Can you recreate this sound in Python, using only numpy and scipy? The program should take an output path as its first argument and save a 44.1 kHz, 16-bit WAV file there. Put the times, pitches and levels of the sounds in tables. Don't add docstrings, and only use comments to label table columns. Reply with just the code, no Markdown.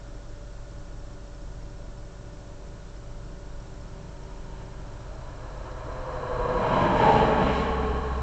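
import sys
import numpy as np
from scipy import signal
from scipy.fft import rfft, irfft, next_fast_len
from scipy.io import wavfile
from scipy.ndimage import uniform_filter1d, map_coordinates

SR = 44100
rng = np.random.default_rng(int(sys.argv[2]) if len(sys.argv) > 2 else 0)


def inscribe(sig):
    pcm = np.round(np.clip(np.atleast_2d(sig).T, -1, 1) * 32767)
    wavfile.write(sys.argv[1], SR, pcm.astype(np.int16))


N = 362502
TIME_S = np.arange(N) / SR

FIRING_HZ, VALVE_PER_S = 23.06, 14.2
CYCLE_HZ, HUM_HZ, TRAILER_HZ = 11.76, 470, 1177
MACH, LANE_S = .08, .3

# (multiple of firing rate, level [dB])
IDLE_ORDERS = [(1, -43.5), (2, -43.5), (3, -59.5), (5, -52)]
# (time [s], gain [dB])
THROB_CURVE = [(0, -0.5), (1.9, 0), (2.5, -1.5), (3.5, -0.5), (4.3, -0.5), (8.22, -1.5)]
# (frequency [Hz], level [dB])
FAN_TONES = [(576.4, -56.5), (1453, -67.5), (1800, -77)]
# (frequency [Hz], level [dB], t60 [s])
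VALVE_MODES = [(96.5, -47, 0.26), (297.9, -49, 0.28), (5340, -49.5, 0.028)]

# (multiple of cycle rate, relative level [dB])
BLOCK_ORDERS = [(8, -4.5), (9, -3.5), (10, -9.5), (12, 2), (14, 0), (15, -18), (18, -12)]
GEAR_ORDERS = [(30, 0), (72, -10.5)]
EXHAUST_ORDERS = [(5, -17), (6, 6.5), (12, -5.5), (14, -9.5), (17, -11), (18, -16.5), (21, -14.5)]
# (time [s], gain [dB])
LOAD_CURVE = [(0, -8), (1.5, -4), (3.2, -2.5), (4.6, 0.5), (5.0, -3.5), (6.2, -10.5)]
EXHAUST_CURVE = [(0, -71), (5.2, -50), (6.8, -42), (7.15, -35), (8.22, -28.5)]
# (time [s], gain [dB])
LEAVING_CAR_CURVE = [(0, -65.5), (3, -71.5)]
# (time abreast [s], sideways roar [dB], sideways hiss [dB],
# sideways howl [dB], tread tone along the road [dB], howl pitch [Hz])
AXLE_GROUPS = [(6.8, -32.5, -42.5, -26.5, -17.5, 1001), (7.11, -27.5, -37.5, -20, -31, 864.7),
               (7.369, -31.5, -49.5, -29.5, -22.5, 854), (7.532, -43, -41, -47.5, -34, 843)]
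# (frequency [Hz], width [Hz], relative level [dB])
PANEL_MODES = [(626, 64, -3.5), (1622, 91, -13.5), (2105, 81, -26), (2435, 80, -25.5)]

# (frequency [Hz], relative density [dB])
MURMUR_SPECTRUM = [(6, -13), (19, 3), (33, -4), (60, -2.5), (85, -10), (120, -9), (160, -19.5), (215, -43),
                   (300, -14.5), (520, -19.5), (620, -17.5), (740, -22), (1000, -23), (1500, -28.5),
                   (2000, -39), (4000, -58)]
AIR_SPECTRUM = [(20, -14.5), (55, 2), (92, -12.5), (125, 1), (195, 6), (240, 2.5), (275, 2.5), (320, -8.5),
                (365, -14.5), (600, -1.5), (1200, -61)]
ROAR_SPECTRUM = [(200, -21), (290, -8), (340, -3), (390, -4), (520, -6.5), (590, 0), (650, -3.5),
                 (715, -5.5), (790, -3), (900, 2.5), (1040, -8), (1250, -8.5), (2500, -62)]
SLAP_SPECTRUM = [(700, -35), (1100, -13.5), (1270, 6.5), (1400, 5.5), (1490, 2.5), (1600, 3.5), (1770, 4),
                 (1950, -7.5), (2300, -35.5), (4000, -59.5)]
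HISS_SPECTRUM = [(1400, -32.5), (1950, 3), (2085, -0.5), (2220, 4), (2390, 3.5), (2560, 0), (2720, 1),
                 (3050, 3), (3250, -1.5), (3600, -11.5), (4500, -27), (8800, -50)]
BUFFET_SPECTRUM = [(5, -3.5), (15, 0), (45, 11), (85, -19), (200, -61)]
FIZZ_SPECTRUM = [(3000, -34.5), (3700, -7.5), (3950, 2), (4100, -2.5), (4400, -11.5), (5400, -12.5),
                 (6500, -18.5), (7300, -14.5), (8800, -40.5)]
CAMERA_SPECTRUM = [(800, -9), (2000, 2.5), (3500, 3), (4400, 2), (6500, 2), (7400, 2.5), (8000, -3.5),
                   (8500, -14), (8900, -46)]
# (frequency [Hz], level [dB])
CAMERA_WHISTLES = [(3817, -85), (4366, -78), (5819, -75), (7273, -78)]


def amp(db):
    return 10 ** (np.asarray(db) / 20)


def unit(x):
    return x / np.sqrt(np.mean(x ** 2) + 1e-20)


def level(points):
    return amp(np.interp(TIME_S, *np.transpose(points)))


def noise(spectrum):
    hz, db = np.transpose(spectrum)
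    size = next_fast_len(N)
    bins_hz = np.fft.rfftfreq(size, 1 / SR)
    gain = amp(np.interp(np.log(bins_hz + 1), np.log(hz + 1), db))
    return unit(irfft(rfft(rng.standard_normal(size)) * gain, size)[:N])


def drift(max_hz):
    hz = np.geomspace(max_hz / 10, max_hz, 20)[:, None]
    coarse_s = TIME_S[::64]
    waves = np.sin(2 * np.pi * (hz * coarse_s + rng.random(hz.shape))) / np.sqrt(hz)
    return np.interp(TIME_S, coarse_s, unit(waves.sum(0)))


def tones(turns, rows):
    sines = (amp(db) * np.sin(2 * np.pi * (round(k) * turns + rng.random())) for k, db in rows)
    return np.sqrt(2) * sum(sines)


def sing(hz, width_hz):
    hop = 8
    pole = np.exp(-np.pi * width_hz * hop / SR)
    baseband = signal.lfilter([1], [1, -2 * pole, pole * pole], rng.standard_normal((2, N // hop + 1)))
    baseband /= np.sqrt(uniform_filter1d((baseband ** 2).sum(0), SR // hop // 10))
    real, imag = uniform_filter1d(np.repeat(baseband, hop, axis=1), hop)[:, :N]
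    turns = np.cumsum(np.broadcast_to(hz, N)) / SR
    phase = (2 * np.pi * (turns % 1)).astype(np.float32)
    return unit(real * np.cos(phase) + imag * np.sin(phase))


def doppler(abreast_s):
    along_s = TIME_S - abreast_s
    return 1 / (1 + MACH * along_s / np.hypot(along_s, LANE_S))


def resample(x, speed):
    return map_coordinates(x, [np.cumsum(speed)], order=1, mode="mirror")


def passing(from_s, to_s, db, ahead_db, behind_db):
    along_s = TIME_S - np.clip(TIME_S, from_s, to_s)
    doublings = np.log2(np.hypot(along_s, LANE_S) / LANE_S)
    return amp(db - doublings * np.where(along_s < 0, ahead_db, behind_db))


def beam(abreast_s, width_s):
    return np.exp(-.5 * ((TIME_S - abreast_s) / width_s) ** 2)


def horn(abreast_s, ahead_db, behind_db):
    along_s = TIME_S - abreast_s
    directivity = along_s ** 2 / (along_s ** 2 + LANE_S ** 2)
    return directivity * passing(abreast_s, abreast_s, 0, ahead_db, behind_db)


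def axle_flare():
    return np.sqrt(sum((amp(db) * beam(s, width_s=0.13)) ** 2 for s, _, db, *_ in AXLE_GROUPS))


def idling_car():
    turns = np.cumsum(FIRING_HZ * (1 + 0.0053 * drift(2.0))) / SR
    throb = level(THROB_CURVE) * tones(turns, IDLE_ORDERS) * (1 + 0.09 * drift(5))
    fan_clock_s = np.cumsum(1 + 0.00075 * drift(3)) / SR
    return throb + tones(fan_clock_s, FAN_TONES) + amp(-45.5) * noise(MURMUR_SPECTRUM)


def valve():
    stroke_s = np.arange(.008, TIME_S[-1], 1 / VALVE_PER_S)
    spread, chance = rng.random((len(stroke_s), 2)).T
    strokes = np.zeros(N)
    strokes[(stroke_s * SR).astype(int)] = (0.73 + .3 * spread) * np.where(chance < .22, .4, 1)
    t = TIME_S[:SR // 4]
    ring = sum(amp(db - 60 * t / t60_s) * np.sin(2 * np.pi * hz * t) for hz, db, t60_s in VALVE_MODES)
    attack = 1 - np.exp(-t / 0.0014)
    return signal.oaconvolve(strokes, ring * attack)[:N]


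def diesel():
    turns = np.cumsum(CYCLE_HZ * doppler(6.75) * (1 + 0.0014 * drift(4.5))) / SR
    load = level(LOAD_CURVE)
    cab = passing(from_s=6.88, to_s=6.92, db=-42, ahead_db=25, behind_db=9)
    drone = sum(tones(turns, [order]) * (1 + 0.23 * drift(12)) for order in BLOCK_ORDERS)
    whine = tones(turns, GEAR_ORDERS) * (1 + 0.19 * drift(25))
    boom = tones(turns, EXHAUST_ORDERS) * (1 + 0.16 * drift(15))
    block = (amp(-47.5) * load + cab) * unit(drone)
    gears = (amp(-54) * load ** 1.7 + amp(-28.5) * beam(6.88, width_s=0.043)) * unit(whine)
    intake = amp(-67) * load ** 4 * noise(HISS_SPECTRUM)
    intake += amp(-59) * load ** 6 * sing(915, width_hz=50)
    return block + gears + intake + level(EXHAUST_CURVE) * unit(boom)


def road_noise():
    air_gain = passing(from_s=6.94, to_s=7.41, db=-27, ahead_db=15.5, behind_db=11)
    air_gain = np.hypot(air_gain, amp(-57))
    roar_gain = passing(from_s=6.776, to_s=7.185, db=-29, ahead_db=9.5, behind_db=9)
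    roar_gain = np.hypot(roar_gain, sum(amp(db) * beam(s, width_s=0.058) for s, db, *_ in AXLE_GROUPS))
    slap_gain = passing(from_s=7.08, to_s=7.28, db=-35, ahead_db=9, behind_db=7)
    hiss_gain = passing(from_s=7.0, to_s=7.48, db=-43.8, ahead_db=8.4, behind_db=7)
    flutter = drift(45)
    air = air_gain * noise(AIR_SPECTRUM) * amp(1.3 * drift(13))
    roar = roar_gain * resample(noise(ROAR_SPECTRUM), doppler(6.95)) * amp(1.46 + 0.8 * flutter)
    panels = roar_gain * sum(amp(db) * sing(hz, width_hz) for hz, width_hz, db in PANEL_MODES)
    slap = np.hypot(slap_gain, level(LEAVING_CAR_CURVE)) * noise(SLAP_SPECTRUM)
    hiss = np.hypot(hiss_gain, axle_flare()) * noise(HISS_SPECTRUM)
    return air + roar + panels + (slap + hiss) * amp(0.65 * flutter)


def wake():
    buffet_gain = passing(from_s=6.06, to_s=6.9, db=-37.5, ahead_db=7.5, behind_db=1.8)
    boom_gain = passing(from_s=7.26, to_s=7.16, db=-33, ahead_db=5.6, behind_db=18)
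    fizz_gain = passing(from_s=6.66, to_s=7.24, db=-57, ahead_db=6.5, behind_db=1.5)
    fizz_gain = np.hypot(fizz_gain, amp(-9) * axle_flare())
    buffet = buffet_gain * noise(BUFFET_SPECTRUM)
    boom = boom_gain * sing(121, width_hz=28)
    fizz = fizz_gain * noise(FIZZ_SPECTRUM) * amp(0.65 * drift(30))
    return buffet + boom + fizz


def tread_tones(pair_split=.042):
    howl, hum_power = 0, 0
    for abreast_s, _, _, side_db, along_db, source_hz in AXLE_GROUPS:
        hz = source_hz * doppler(abreast_s)
        upper = sing(hz * (1 + pair_split), width_hz=39)
        lower = sing(hz * (1 - pair_split), width_hz=58)
        sideways = amp(side_db) * beam(abreast_s, width_s=0.088)
        along_road = amp(along_db) * horn(abreast_s, ahead_db=18, behind_db=13)
        howl += unit(upper + lower) * np.hypot(sideways, amp(-2.3) * along_road)
        hum_power += along_road ** 2
    hum = amp(2 + 1.3 * drift(8)) * np.sqrt(hum_power) * sing(HUM_HZ * doppler(6.83), width_hz=33.6)
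    trailer_gain = passing(from_s=7.15, to_s=7.57, db=-35.5, ahead_db=17, behind_db=3.5)
    trailer = trailer_gain * sing(TRAILER_HZ * doppler(6.8), width_hz=84)
    whistle_gain = passing(from_s=6.53, to_s=7.9, db=-62.5, ahead_db=5, behind_db=8)
    whistle = whistle_gain * sing(4090, width_hz=140)
    return hum + howl + trailer + whistle


def scene():
    return (idling_car() + valve() + diesel() + road_noise() + wake() + tread_tones())[None]


def record(dry):
    wet = dry + amp(-60.5) * noise(CAMERA_SPECTRUM) + tones(TIME_S, CAMERA_WHISTLES)
    low_pass = signal.firwin(511, cutoff=8830, window=("kaiser", 9), fs=SR)
    return signal.oaconvolve(wet, low_pass[None], "same")


dry = scene()
out = record(dry)
inscribe(out)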